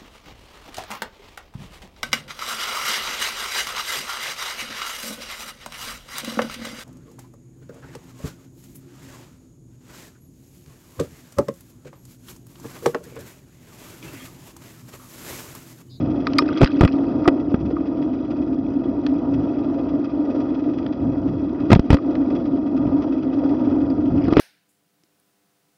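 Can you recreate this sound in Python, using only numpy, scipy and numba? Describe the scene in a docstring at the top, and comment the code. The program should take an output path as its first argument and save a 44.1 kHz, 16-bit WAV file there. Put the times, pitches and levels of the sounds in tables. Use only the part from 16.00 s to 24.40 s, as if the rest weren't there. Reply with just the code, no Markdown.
"""A bicycle rolls along a paved path, heard by a microphone in a plastic case on the handlebar.
From the start asphalt grain makes the case drone near 280 Hz, the chain chatters, grit ticks and gusts buffet low.
Loose parts click and tap; soon, again past the middle and at the very end, a wheel drops into a crack.
The rear wheel follows the front one through the first two: the mount knocks, fittings rattle,
the blows overload the microphone and the gain ducks."""
import sys
import numpy as np
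from scipy import signal
from scipy.fft import rfft, irfft
from scipy.io import wavfile
from scipy.ndimage import uniform_filter1d
from numba import njit

SR = 44100
rng = np.random.default_rng(int(sys.argv[2]) if len(sys.argv) > 2 else 0)


def put_to_file(sound):
    """Save the sound as 16-bit audio at rate SR, in the file named by the first command-line argument."""
    columns = np.atleast_2d(sound).T  # one column per channel
    safe = np.clip(columns, -1, 1)
    whole_steps = np.round(safe * 32767)
    wavfile.write(sys.argv[1], SR, whole_steps.astype(np.int16))


N = 370422
TIME = np.arange(N) / SR

# spectrum of hard contacts, for clicks and cracks: (frequency [Hz], relative level [dB per Hz])
CONTACT_SPECTRUM = [(100, -26.5), (600, -15), (1100, 7), (3000, 7.5), (5400, 1), (6500, -17.5),
                    (11000, -46), (16000, -44)]


def undb(db):
    """Decibels to gain."""
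    return 10 ** (np.asarray(db) / 20)


def unit(x):
    """Scale to rms 1."""
    return x / np.sqrt(np.mean(x ** 2))


def walk(rate):
    """Random levels held 1 / rate s and smoothed twice, rms 1."""
    hold = max(int(SR / rate), 1)
    steps = np.repeat(rng.standard_normal(N // hold + 1), hold)
    smooth = uniform_filter1d(uniform_filter1d(steps, hold), hold)
    return unit(smooth[:N])


def butter(x, hz, kind, order=2):
    """Plain low- or high-pass."""
    return signal.sosfilt(signal.butter(order, hz, kind, fs=SR, output="sos"), x)


def through_case(x, spectrum, ring=1, size=8192):
    """Colour x with a smooth spectrum and the resonances of the case, as a causal response."""
    # resonances of case and mount: (centre [Hz], width [Hz], lift [dB at ring=1])
    resonances = [(271.6, 80.7, 14.5), (331, 180, 5), (527.5, 30, 5), (674.5, 130, 8), (946.6, 89, 9.5),
                  (1221, 103, 12), (1387, 190, 9.5), (1947, 170, 8.5), (2557, 200, 11.5), (3334, 180, 13),
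                  (3960, 140, 6.5), (4220, 380, 1.5), (4874, 550, 11.5), (5300, 160, 3.5), (5740, 230, 7)]
    f = np.maximum(np.fft.rfftfreq(size, 1 / SR), 1)
    hz, db = np.transpose(spectrum)
    db = np.interp(np.log(f), np.log(hz), db)
    db = db + ring * sum(lift / (1 + (2 * (f - centre) / width) ** 2) for centre, width, lift in resonances)
    # folding the cepstrum gives the minimum-phase response
    cepstrum = irfft(np.log(undb(db)))
    cepstrum[1:size // 2] *= 2
    cepstrum[size // 2 + 1:] = 0
    response = irfft(np.exp(rfft(cepstrum)))[:size // 2]
    return signal.oaconvolve(x, response)[:len(x)]


def add(out, start, sound):
    """Mix a sound in at a time in seconds."""
    i = int(max(start, 0) * SR)
    out[i:i + len(sound)] += sound[:max(N - i, 0)]


def grains(rate, spread_db):
    """Random tiny impacts, rate per second, a few much larger than the rest."""
    hit = rng.random(N) < rate / SR
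    size_db = spread_db * np.minimum(rng.exponential(size=N), 4)
    return unit(hit * rng.choice([-1, 1], N) * undb(size_db))


def tyres(drone_db, roar_db):
    """Asphalt grain drums through fork and bar: a low drone of the mount with a roar above it."""
    # spectrum of the asphalt's shaking: (frequency [Hz], relative level [dB per Hz])
    asphalt_spectrum = [(20, -30.5), (55, -5), (100, -3), (200, -6), (300, 0.5), (420, -11), (600, -12),
                        (820, -19.5), (1100, -27.5), (1700, -39.5), (3000, -57), (5800, -55.5), (6500, -71),
                        (9000, -100)]
    shaking = grains(rate=4000, spread_db=3.0) * undb(0.85 * walk(40))
    road = through_case(shaking, asphalt_spectrum)
    drone = butter(road, 400, "low", order=4)
    roar = butter(road, 412.6, "high", order=4)
    return unit(drone) * undb(drone_db) + unit(roar) * undb(roar_db)


def chain(db, bursts_hz=19.5, burst_cycles=0.2):
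    """Links chatter over the sprockets in uneven bursts, about twenty a second."""
    # spectrum of the chatter: (frequency [Hz], relative level [dB per Hz])
    link_spectrum = [(300, -23.5), (1200, 2.5), (2000, -2), (3200, -4.5), (4200, -13), (5800, -14.5),
                     (6500, -21.5), (8500, -59)]
    phase = np.cumsum(bursts_hz * (1 + .04 * walk(3.3))) / SR
    age = (phase % 1) / burst_cycles
    height_db = 6.3 * np.clip(rng.standard_normal(N)[phase.astype(int)], -2, 2)  # one draw per burst
    burst = (age * np.exp(1 - age)) ** 2 * undb(height_db)
    links = grains(rate=1800, spread_db=2.0) * (0.63 + burst)
    return unit(through_case(links, link_spectrum)) * undb(db)


def flecks(rate, spread_db, ring_s=0.002, size=1024, count=18):
    """Tiny contacts at many places, each place ringing briefly at a pitch of its own; rms 1."""
    # spectrum that colours the contacts, the chain's own: (frequency [Hz], relative level [dB per Hz])
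    fleck_spectrum = [(300, -23.5), (1200, 2.5), (2000, -2), (3200, -4.5), (4200, -13), (5800, -14.5),
                      (6500, -21.5), (8500, -59)]
    t = np.arange(size) / SR
    pitches_hz = np.linspace(1200, 6000, count) * (1 + .02 * rng.standard_normal(count))
    contacts = np.zeros(N)
    for hz in pitches_hz:
        ring = np.sin(2 * np.pi * hz * t) * np.exp(-t / ring_s)
        contacts += signal.oaconvolve(grains(rate, spread_db), ring)[:N]
    return unit(through_case(contacts, fleck_spectrum, ring=0.7))


def grit(db=-58, rate=10):
    """Loose specks on the asphalt tick faintly under the tyres."""
    return flecks(rate, spread_db=1.5) * undb(db)


def gusts(breeze_db=-37.5, trim_db=-4.5):
    """Wind level in dB: smooth swells added in power to a steady breeze, all trimmed alike."""
    # gusts over the breeze: (time [s], peak [dB before the trim], Gaussian half length [s])
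    swells = [(.08, -27, 0.19), (1.132, -27.5, .08), (1.654, -24.5, 0.12), (2.435, -31, 0.061),
              (3.373, -21.5, 0.062), (5.07, -22.5, 0.076), (5.264, -24, 0.11), (5.602, -32, .08),
              (6.862, -24.5, 0.073), (7.8, -29, 0.29), (8.333, -21, 0.16)]
    power = undb(breeze_db) ** 2
    for peak_s, db, half_s in swells:
        power = power + (undb(db) * np.exp(-.5 * ((TIME - peak_s) / half_s) ** 2)) ** 2
    return 10 * np.log10(power) + trim_db


def wind(db):
    """Eddies, a low noise of unsteady strength, buffet the case without ringing it."""
    # spectrum of the buffeting: (frequency [Hz], relative level [dB per Hz])
    eddy_spectrum = [(15, -27), (35, -15.5), (60, -2.5), (110, 1), (180, -1), (300, -20), (800, -36),
                     (3000, -73), (9000, -110)]
    eddies = rng.standard_normal(N) * undb(2.9 * walk(11))
    return unit(through_case(eddies, eddy_spectrum, ring=0)) * undb(db)


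def taps(contact_s=0.00045, size=8192):
    """A loose metal part taps the frame and rings; each tap weights its modes a little differently."""
    # modes of the metal part: (frequency [Hz], level [dB], t60 [s])
    modes = [(940, -11.5, 0.053), (1030, -2, 0.014), (1143, -3.5, 0.036), (1234, 1.5, 0.039),
             (1377, 2.5, 0.0072), (1830, -4, .02), (2105, 0, 0.014), (2440, -2.5, 0.025),
             (3820, -10.5, .035), (4220, -7, 0.019), (4790, 5.5, 0.024), (5090, -13, 0.033),
             (5290, -19.5, 0.086)]
    # taps on the frame: (time [s], level [dB], treble tilt [dB, full from 4800 Hz up])
    tap_times = [(.269, -24.5, -5), (0.2716, -20.5, -18), (.3846, -24.5, 13.5), (.3874, -5, -8),
                 (1.255, -16, -41), (1.279, -9, -32), (1.7657, -21, -49), (5.985, -21.5, -32),
                 (7.901, -55, 11.5)]
    out, t = np.zeros(N), np.arange(size) / SR
    hz, mode_db, t60 = np.transpose(modes)
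    rings = np.sin(2 * np.pi * np.outer(hz, t)) * np.exp(-np.log(1000) * np.outer(1 / t60, t))
    height = np.clip(np.log2(hz / 1200) / 2, 0, 1)
    signs = (-1) ** np.arange(len(hz))
    for (start, db, tilt_db), chance in zip(tap_times, rng.standard_normal((len(tap_times), len(hz)))):
        weights = undb(db + mode_db + tilt_db * height + 0.95 * chance) * signs
        add(out, start, weights @ rings * (1 - np.exp(-t / contact_s)))
    return out


def clicks(scrape_s=0.0018, tail_s=0.0088, trim_db=-8.5, size=4096):
    """Loose parts and flung grit hit the frame: brief noisy contacts, each with its own brightness."""
    # clicks on the frame: (time [s], level [dB before the trim], treble over low middle [dB])
    contacts = [(0.2691, -25, -13.5), (0.334, -37.5, 0), (0.3838, -24, 15), (.420, -42, -12),
                (.574, -39.5, 2), (.583, -40, -12), (.644, -17, 5), (.659, -24.5, -17), (.674, -27, -12),
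                (.877, -25, -15), (1.28, -17, -36), (1.5427, -28.5, -28.5), (3.0652, -34, -7),
                (4.864, -40, -16), (5.7501, -20.5, -7), (5.795, -31, 7), (5.969, -28, -19),
                (6.1536, -39, -16.5), (8.334, -31.5, -13)]
    out, t = np.zeros(N), np.arange(size) / SR
    envelope = (np.exp(-t / scrape_s) + undb(-23) * np.exp(-t / tail_s)) * (1 - np.exp(-t / 0.00023))
    for (start, db, bright_db), noise in zip(contacts, rng.standard_normal((len(contacts), size))):
        colour = [(f, level + bright_db * np.clip(np.log2(f / 1200) / 2, 0, 1))
                  for f, level in CONTACT_SPECTRUM]
        click = through_case(noise * envelope, colour, ring=0.3)
        add(out, start, unit(click) * undb(db + trim_db))
    return out


def knocks(sway_hz=46, sway_s=0.0048, sway_db=-7, sway_full_db=12.5, crunch_s=0.0028, size=4096):
    """Each blow thuds in the mount, sways the whole case and grinds the joints of the case."""
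    # blows of the mount on bumps and at cracks, with 3.5 dB added to the thud and 13 dB to the crunch:
    # (time [s], force [dB], thud pitch [Hz], decay [s], crunch over force [dB])
    blows = [(.4225, -11, 348, 0.0043, -16), (.609, -1.5, 332, 0.0025, -19), (.615, 2.5, 420, 0.0014, -11),
             (.622, 4, 126, 0.0026, -20), (.630, 17, 112.6, 0.004, -16.5), (.637, 18.5, 192, 0.0011, -25),
             (.809, 16, 233, 0.0011, -17), (.818, -2.5, 313, .0033, -10.5), (.832, 10.5, 280, 0.002, -20),
             (.837, 11.5, 122, 0.0029, -22), (.849, 14, 190, 0.0026, -14.5), (1.277, 6, 347, 0.0059, -10),
             (1.284, 0, 710, 0.0019, -9), (1.517, -14, 530, 0.0017, -23), (1.5428, 1.5, 261, .003, -30),
             (1.71, -14.5, 450, .003, -20.5), (5.7031, 3, 334, 0.0022, -16), (5.717, 19, 219, 0.003, -15.5),
             (5.7254, 22.5, 106, 0.004, -15), (5.731, 22.5, 276, 0.0017, -14.5),
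             (5.735, 20, 126, .0035, -31), (5.759, 17, 187, 0.0038, -23.5), (5.794, 12, 258, 0.0022, -29.5),
             (5.9037, 19, 201, .0017, -17), (5.913, -3, 288, 0.0033, -9.5), (5.929, 22.5, 116, 0.0023, -21),
             (5.9426, 12.5, 220, .002, -11.5), (8.282, -6, 290, .005, -20.5),
             (8.325, 1.5, 318, 0.0032, -20.5), (8.3685, 10, 392, 0.002, -17.5),
             (8.375, 2, 282, 0.0029, -20), (8.394, 13, 310, 0.0028, -17.5)]
    # spectrum of the grinding joints: (frequency [Hz], relative level [dB per Hz])
    joint_spectrum = [(60, -14), (250, 0), (500, 6), (1000, -7), (2000, -11), (5000, -27), (6500, -33),
                      (14000, -49)]
    thuds, grind, t = np.zeros(N), np.zeros(N), np.arange(size) / SR
    sway = undb(sway_db) * np.sin(2 * np.pi * sway_hz * t) * np.exp(-t / sway_s)
    contact = 1 - np.exp(-t / 0.0005)  # the rubber pad takes up the load gradually
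    for (start, db, hz, decay_s, crunch_db), noise in zip(blows, rng.standard_normal((len(blows), size))):
        thud = -np.sin(2 * np.pi * hz * t) * np.exp(-t / decay_s)
        sway_share = min(undb(db - sway_full_db), 1)  # lighter blows sway the case less
        add(thuds, start, undb(db + 3.5) * contact * (thud + sway * sway_share))
        add(grind, start, undb(db + crunch_db + 13) * contact * noise * np.exp(-t / crunch_s))
    return thuds + through_case(grind, joint_spectrum)


def swell(peak, rise_s, fall_s):
    """Envelope that grows up to a moment and dies away after it."""
    return np.exp(-np.maximum((peak - TIME) / rise_s, (TIME - peak) / fall_s))


def cracks(rattle_rate=35, clump_db=4.5):
    """Each wheel in turn crunches through a crack and leaves the chain and fittings rattling in clumps."""
    # cracks across the path, levels for the front wheel:
    # (time the front wheel drops in [s], crunch [dB], lead-in over broken asphalt [s], rattle [dB])
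    crossings = [(0.63, -30, .15, -36), (5.726, -23.5, .02, -44.5), (8.385, -34.5, 0.093, -37.5)]
    wheelbase_m, speed_m_s = 1.16, 5.8
    rear_db = -6.5  # the rear wheel is further from the microphone
    crunch_rise_s, crunch_fall_s, rattle_fall_s = 0.0094, .018, 0.14
    crunch, rattle = np.zeros(N), np.zeros(N)
    for front, crunch_db, lead_s, rattle_db in crossings:
        rear = front + wheelbase_m / speed_m_s
        for hit, wheel_db in ((front, 0), (rear, rear_db)):
            crunch += undb(crunch_db + wheel_db) * swell(hit, crunch_rise_s, crunch_fall_s)
            rattle = np.maximum(rattle, undb(rattle_db + wheel_db) * swell(hit, lead_s, rattle_fall_s))
    crunching = unit(through_case(grains(rate=4000, spread_db=5.0), CONTACT_SPECTRUM, ring=.5))
    rattling = flecks(rattle_rate, spread_db=2.0) * undb(clump_db * walk(130))
    return crunch * crunching + rattle * rattling


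def scene():
    """Rolling, wind and jolts, all arriving at one microphone."""
    # how hard the asphalt shakes the bike: (time [s], level [dB before the drone's 1.1 dB cut])
    road_levels = [(0, -22), (.9, -20.5), (1.6, -22), (2.8, -21), (3.9, -22.8), (4.5, -22.8), (5.2, -22.5),
                   (6.5, -20), (7.2, -21.5), (7.6, -20), (8.1, -19.5), (8.4, -20)]
    road_db = np.interp(TIME, *np.transpose(road_levels))
    # the roar follows a fifth of the road's swings
    roar_db = -31 + 0.2 * (road_db - road_db.mean()) + 1.8 * walk(5.6)
    chain_db = -52 + 1.5 * walk(4.2)
    rolling = tyres(road_db - 1.1, roar_db) + chain(chain_db) + grit()
    jolts = taps() + clicks() + knocks() + cracks()
    return (rolling + wind(gusts()) + jolts)[None]


@njit
def follow(x, attack, release):
    """Level follower, quick to rise and slow to fall."""
    out, e = np.empty(len(x)), 0.
    for i in range(len(x)):
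        e += (abs(x[i]) - e) * (attack if abs(x[i]) > e else release)
        out[i] = e
    return out


def record(dry, rail=0.92, knee=0.33, attack_s=.011, release_s=0.056, squeeze=0.46, ceiling=.75, top_hz=15800):
    """Gain ducks after loud blows; the input still saturates, its flat tops droop, peaks are rounded off."""
    level = follow(dry[0], 1 / (attack_s * SR), 1 / (release_s * SR))
    ducked = dry[0] * np.maximum(level / knee, 1) ** -squeeze
    saturated = rail * np.tanh(ducked / rail)
    drooped = butter(saturated, 37, "high", order=1)
    rounded = drooped / (1 + (drooped / ceiling) ** 6) ** (1 / 6)
    # steep cut at the top of the microphone's band
    return signal.sosfilt(signal.ellip(8, .2, 70, top_hz, fs=SR, output="sos"), rounded)[None]


dry = scene()
out = record(dry)
put_to_file(out)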